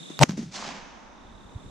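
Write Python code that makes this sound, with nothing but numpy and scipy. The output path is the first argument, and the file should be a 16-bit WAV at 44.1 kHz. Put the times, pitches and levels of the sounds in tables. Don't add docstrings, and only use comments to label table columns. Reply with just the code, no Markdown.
import sys
import numpy as np
from scipy import signal
from scipy.fft import rfft, irfft
from scipy.io import wavfile
from scipy.ndimage import uniform_filter1d

SR = 44100
rng = np.random.default_rng(int(sys.argv[2]) if len(sys.argv) > 2 else 0)


def store_wav(level_fs):
    pcm = np.round(np.clip(np.atleast_2d(level_fs), -1, 1) * 32767)
    wavfile.write(sys.argv[1], SR, pcm.T.astype(np.int16))


N = 74970
T = np.arange(N) / SR


def from_db(db):
    return 10 ** (np.asarray(db) / 20)


def rms_one(x):
    return x / np.sqrt(np.mean(x ** 2) + 1e-20)


def pan(db):
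    return from_db(np.array([[db], [-db]]) / 2)


def level(rows):
    return from_db(np.interp(T, *np.transpose(rows)))


def at_hz(rows, hz, axis=1):
    rows = np.array(rows)
    return np.interp(np.log(hz + 1), np.log(rows[:, 0]), rows[:, axis])


def stereo_white(side_db):
    mid, side = rng.standard_normal((2, N))
    return mid + from_db(side_db) * side * np.array([[1], [-1]])


def noise(colour, side_db):
    spectrum = rfft(stereo_white(side_db))
    gain = from_db(at_hz(colour, np.fft.rfftfreq(N, 1 / SR)))
    return rms_one(irfft(spectrum * gain, N))


def butter(x, hz, kind, order=2):
    return signal.sosfilt(signal.butter(order, hz, kind, fs=SR, output="sos"), x + 1e-18)


def resonate(x, hz, width_hz):
    r = np.exp(-np.pi * width_hz / SR)
    zeros = np.array([1, 0, -1]) * (1 - r * r) / 2
    poles = [1, -2 * r * np.cos(2 * np.pi * hz / SR), r * r]
    return signal.lfilter(zeros, poles, x + 1e-18)


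def burst(s, rise, decay):
    return np.clip((T - s) / rise, 0, 1) * np.exp(-np.maximum(T - s - rise, 0) / decay)


def swell(s, attack, hold, release):
    ramp = np.interp(T - s, np.cumsum([0, attack, hold, release]), [0, 1, 1, 0])
    return np.sin(np.pi / 2 * ramp) ** 2


def push_pulls(rows, width_s):
    total = 0
    for s, db in rows:
        x = (T - s) / width_s
        total = total - from_db(db) * x * np.exp(.5 - .5 * np.minimum(x ** 2, 10 ** 2))
    return total


# frequency_hz, gain_db
ROAR_COLOUR = [(30, -28), (100, -11.5), (300, 13), (700, 10.5), (1400, -2), (3000, -6.5), (6500, -10),
               (10000, -15), (15000, -50.5)]
# centre_s, level_db
PULSES = [(0.2024, -22), (0.21285, -3), (0.2162, -11), (0.22285, 1), (0.2262, -11), (0.2295, -10),
          (0.23290, -3)]
# start_s, level_db, decay_s, left_over_right_db
CRACKS = [(0.1914, -14.5, 0.00054, -3), (0.195, -34, 0.0026, 2), (0.2025, -34, 0.00077, 7),
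          (0.2125, -24, 0.0035, 2), (0.2233, -18.5, 0.0025, -3), (0.23, -7.5, 0.0017, -1),
          (0.2337, -1, 0.00097, -4), (0.2928, -31, 0.0027, -2.5), (0.3084, -25.5, 0.00027, 3),
          (0.319, -38.5, 0.0013, 4)]
# frequency_hz, gain_db
CRACK_COLOUR = [(200, -25.5), (900, 6), (2100, -2), (3200, 4), (4500, -3.5), (6000, 3), (7600, -17.5),
                (10500, -42), (12200, -14.5), (15000, -47)]
BOOM_S, BOOM_HZ, BOOM_DB, BOOM_PAN_DB = 0.1985, 140.6, -12, 8.5
ROAR_DB = -19.5
RING_HZ, RING_WIDTH_HZ, RING_DB, RING_PAN_DB = 7930, 40, -31, -8
PULSE_S, PULSE_BAND_HZ, PULSE_RIGHT_LEAD_S = 0.00026, [583, 966], 0.00012
CRACK_RISE_S = 0.00038


def blast():
    body = swell(BOOM_S, attack=0.032, hold=0.005, release=0.005)
    tone = np.sin(2 * np.pi * BOOM_HZ * (T - BOOM_S))
    boom = from_db(BOOM_DB) * np.sqrt(body) * tone * pan(BOOM_PAN_DB)
    roar_swell = swell(BOOM_S, attack=0.022, hold=0.015, release=0.01)
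    roar = from_db(ROAR_DB) * roar_swell * noise(ROAR_COLOUR, side_db=-6)

    narrow = resonate(rng.standard_normal(N), RING_HZ, RING_WIDTH_HZ)
    ring_tone = np.cos(np.angle(signal.hilbert(narrow)))
    ring = from_db(RING_DB) * body * ring_tone * pan(RING_PAN_DB)

    left = butter(push_pulls(PULSES, PULSE_S), PULSE_BAND_HZ, "band")
    right = np.interp(T + PULSE_RIGHT_LEAD_S, T, left)
    pulses = np.array([left, right])

    crack_gain = sum(from_db(db) * burst(s, CRACK_RISE_S, decay) * pan(pan_db)
                     for s, db, decay, pan_db in CRACKS)
    cracks = crack_gain * noise(CRACK_COLOUR, side_db=-10)
    return boom + roar + ring + pulses + cracks


# start_s, pitch_hz, level_db, decay_s, rustle_level_db
THUMPS = [(0.102, 310, -27.5, 0.004, -46), (0.2355, 246, -14.5, 0.0045, -35),
          (0.293, 188, -14.5, 0.0064, -39.5), (0.3328, 180.6, -23.5, 0.016, -76),
          (0.3771, 254, -21.5, 0.0036, -40.5), (0.3901, 223.4, -21.5, 0.015, -76),
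          (0.4288, 200, -24, 0.0062, -47.5)]
# frequency_hz, gain_db
RUSTLE_COLOUR = [(150, 8), (480, 3), (800, 2), (2000, -3), (4000, -9.5), (6300, -0.5), (9000, -18),
                 (15000, -35.5)]
# time_s, level_db
RUMBLE = [(0.2, -86), (0.245, -73), (0.27, -49), (0.305, -34.5), (0.355, -44), (0.395, -34.5),
          (0.44, -41.5), (0.5, -43.5), (0.62, -75), (0.8, -81)]
# frequency_hz, gain_db
RUMBLE_COLOUR = [(30, -20.5), (90, -9), (170, 4.5), (270, -5.5), (480, -21.5), (1000, -29.5), (6000, -28),
                 (10000, -48.5), (15000, -77.5)]
THUMP_RISE_S, THUMP_LOW_CUT_HZ, THUMP_HIGH_CUT_HZ = 0.0012, 170, 563
RUSTLE_LEAD_S, RUSTLE_DECAY_S = 0.005, 0.028


def thumps():
    low, rustle_gain = 0, 0
    for s, hz, db, decay, rustle_db in THUMPS:
        ring = np.sin(2 * np.pi * hz * (T - s))
        low = low + from_db(db) * burst(s, THUMP_RISE_S, decay) * ring
        brush = burst(s - RUSTLE_LEAD_S, THUMP_RISE_S, RUSTLE_DECAY_S)
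        rustle_gain = rustle_gain + from_db(rustle_db) * brush
    rustle = rustle_gain * noise(RUSTLE_COLOUR, side_db=-2)
    hits = butter(low, THUMP_HIGH_CUT_HZ, "low") + rustle
    rumble = level(RUMBLE) * noise(RUMBLE_COLOUR, side_db=-19.5)
    return butter(hits, THUMP_LOW_CUT_HZ, "high") + rumble


# frequency_hz, gain_db
ECHO_COLOUR = [(60, -49), (180, 2.5), (400, -8), (850, -2.5), (1400, -6.5), (3000, -5.5), (6200, -0.5),
               (8500, -9.5), (13000, -35)]
# frequency_hz, loss_during_hold_db_per_s (negative grows), t60_after_hold_s
ECHO_DECAY = [(150, -19, 0.86), (895, -14, 0.79), (2540, 8, 0.9), (5840, 44, 0.58), (12470, 64, 0.3)]
# centre_s, gain_db, width_s
SURGES = [(0.559, 5.5, 0.01), (0.674, 2.5, 0.038)]
# frequency_hz, gain_db
LATE_COLOUR = [(60, 0.5), (130, -16), (210, 2.5), (420, -6.5), (950, 0.5), (1400, -7), (2500, -16.5),
               (4500, -26), (6300, -22), (9000, -50), (14000, -65)]
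# frequency_hz, gain_db
LATE_TREBLE_COLOUR = [(700, -16), (1500, 3.5), (2600, 0.5), (4500, -7.5), (6300, -3), (8500, -30.5),
                      (14000, -49)]
# centre_s, level_db
SLAPS = [(0.590, -19), (0.6256, -16)]
ECHO_S, ECHO_RISE_S, ECHO_HOLD_S, ECHO_DB = 0.5076, 0.051, 0.19, -35.5
ECHO_GRAIN_DB, ECHO_SIDE_DB, ECHO_CUT_HZ = 1.8, -9, 6630
LATE_DB, LATE_T60_S, LATE_PAN_DB = -46, 7.9, -2
LATE_TREBLE_DB, LATE_TREBLE_T60_S = -48, 1.85
SLAP_HZ, SLAP_WIDTH_HZ = 1000, 230


def tree_echo():
    edges = np.geomspace(60, 15000, 17)
    flicker = rms_one(uniform_filter1d(rng.standard_normal(N), size=130))
    grain = from_db(ECHO_GRAIN_DB * flicker)
    white = [stereo_white(ECHO_SIDE_DB) * grain for _ in range(2)]
    age = np.maximum(T - ECHO_S, 0)
    age_in_hold, age_after_hold = np.minimum(age, ECHO_HOLD_S), np.maximum(age - ECHO_HOLD_S, 0)
    decaying, steady = 0, 0
    for k, (low, high) in enumerate(zip(edges, edges[1:])):
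        hz = np.sqrt(low * high)
        band = from_db(at_hz(ECHO_COLOUR, hz)) * butter(white[k % 2], [low, high], "band")
        hold_loss_db = at_hz(ECHO_DECAY, hz) * age_in_hold
        tail_loss_db = 60 * age_after_hold / at_hz(ECHO_DECAY, hz, axis=2)
        decaying = decaying + band * from_db(-hold_loss_db - tail_loss_db)
        steady = steady + band

    surge_db = sum(db * np.exp(-((T - s) / width) ** 2) for s, db, width in SURGES)
    rise = np.minimum(age / ECHO_RISE_S, 1)
    near = from_db(ECHO_DB + surge_db) * rise * decaying / np.std(steady)
    near = butter(near, ECHO_CUT_HZ, "low", order=3)

    late_fade = burst(ECHO_S, rise=0.11, decay=LATE_T60_S / np.log(1000))
    late = from_db(LATE_DB) * late_fade * noise(LATE_COLOUR, side_db=-3)
    treble_fade = burst(ECHO_S, rise=0.2, decay=LATE_TREBLE_T60_S / np.log(1000))
    late_treble = from_db(LATE_TREBLE_DB) * treble_fade * noise(LATE_TREBLE_COLOUR, side_db=-3)
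    slaps = resonate(push_pulls(SLAPS, width_s=0.00013), SLAP_HZ, SLAP_WIDTH_HZ)
    return (near + slaps + late_treble) * pan(-1.2) + late * pan(LATE_PAN_DB)


# time_s, level_db
CRICKET_LEVEL = [(0, 0), (0.19, 0), (0.25, -26), (1.05, -24), (1.22, -15), (1.7, -13)]
# time_s, level_db
BACKGROUND = [(0, 0), (0.19, 0), (0.25, -16), (1.1, -23.5), (1.4, -15), (1.7, -10.5)]
# frequency_hz, gain_db
AIR_COLOUR = [(30, -26), (90, -49), (150, 4.5), (300, -3), (600, -11), (2000, -18.5), (3600, -15.5),
              (4600, -23), (7500, -16), (11000, -32), (15000, -49)]
CRICKET_HZ, CRICKET_FALL_HZ, CRICKET_WAVER_HZ = 3643, 850, 68
CRICKET_PER_S, CRICKET_FIRST_S, CRICKET_DB = 35.6, 0.019, -43.5
CHORUS_HZ, CHORUS_WIDTH_HZ, CHORUS_DB = 3684, 550, -54.5
AIR_DB = -45.5


def meadow():
    stroke = ((T - CRICKET_FIRST_S) * CRICKET_PER_S) % 1
    waver = CRICKET_WAVER_HZ * rms_one(uniform_filter1d(rng.standard_normal(N), size=120))
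    hz = CRICKET_HZ - CRICKET_FALL_HZ * (stroke - .5) + waver
    tone = np.sin(2 * np.pi * np.cumsum(hz) / SR)
    cricket = from_db(CRICKET_DB) * np.sin(np.pi * stroke) ** 4 * tone

    chorus = stereo_white(side_db=-11.5)
    for _ in range(2):
        chorus = resonate(chorus, CHORUS_HZ, CHORUS_WIDTH_HZ)
    insects = cricket * pan(-7.5) + from_db(CHORUS_DB) * rms_one(chorus)
    air = from_db(AIR_DB) * noise(AIR_COLOUR, side_db=2.5)
    return level(CRICKET_LEVEL) * insects + level(BACKGROUND) * air


# time_s, level_db
WIND = [(0, -91), (0.3, -73), (1.0, -59.5), (1.3, -53.5), (1.7, -47.5)]
# frequency_hz, gain_db
WIND_COLOUR = [(15, -30), (40, -5), (90, -19), (200, -15), (500, -23.5), (2000, -68)]
# centre_s, level_db, pitch_hz, width_s
BUFFETS = [(1.255, -43, 70, .006), (1.32, -46, 70, .006), (1.355, -41, 75, .005), (1.46, -41, 70, .005),
           (1.563, -27, 95, .007), (1.664, -35, 90, .004)]


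def wind():
    buffets = 0
    for s, db, hz, width in BUFFETS:
        window = np.exp(-np.minimum(((T - s) / width) ** 2, 10 ** 2))
        buffets = buffets + from_db(db) * window * np.sin(2 * np.pi * hz * (s - T))
    return level(WIND) * noise(WIND_COLOUR, side_db=-6) + buffets * pan(-1.5)


def scene():
    return blast() + thumps() + tree_echo() + meadow() + wind()


CUTOFF_HZ = 15000


def record(dry):
    clipped = np.clip(dry, -1, 1)
    return signal.sosfilt(signal.cheby2(12, 60, CUTOFF_HZ, fs=SR, output="sos"), clipped)


dry = scene()
out = record(dry)
store_wav(out)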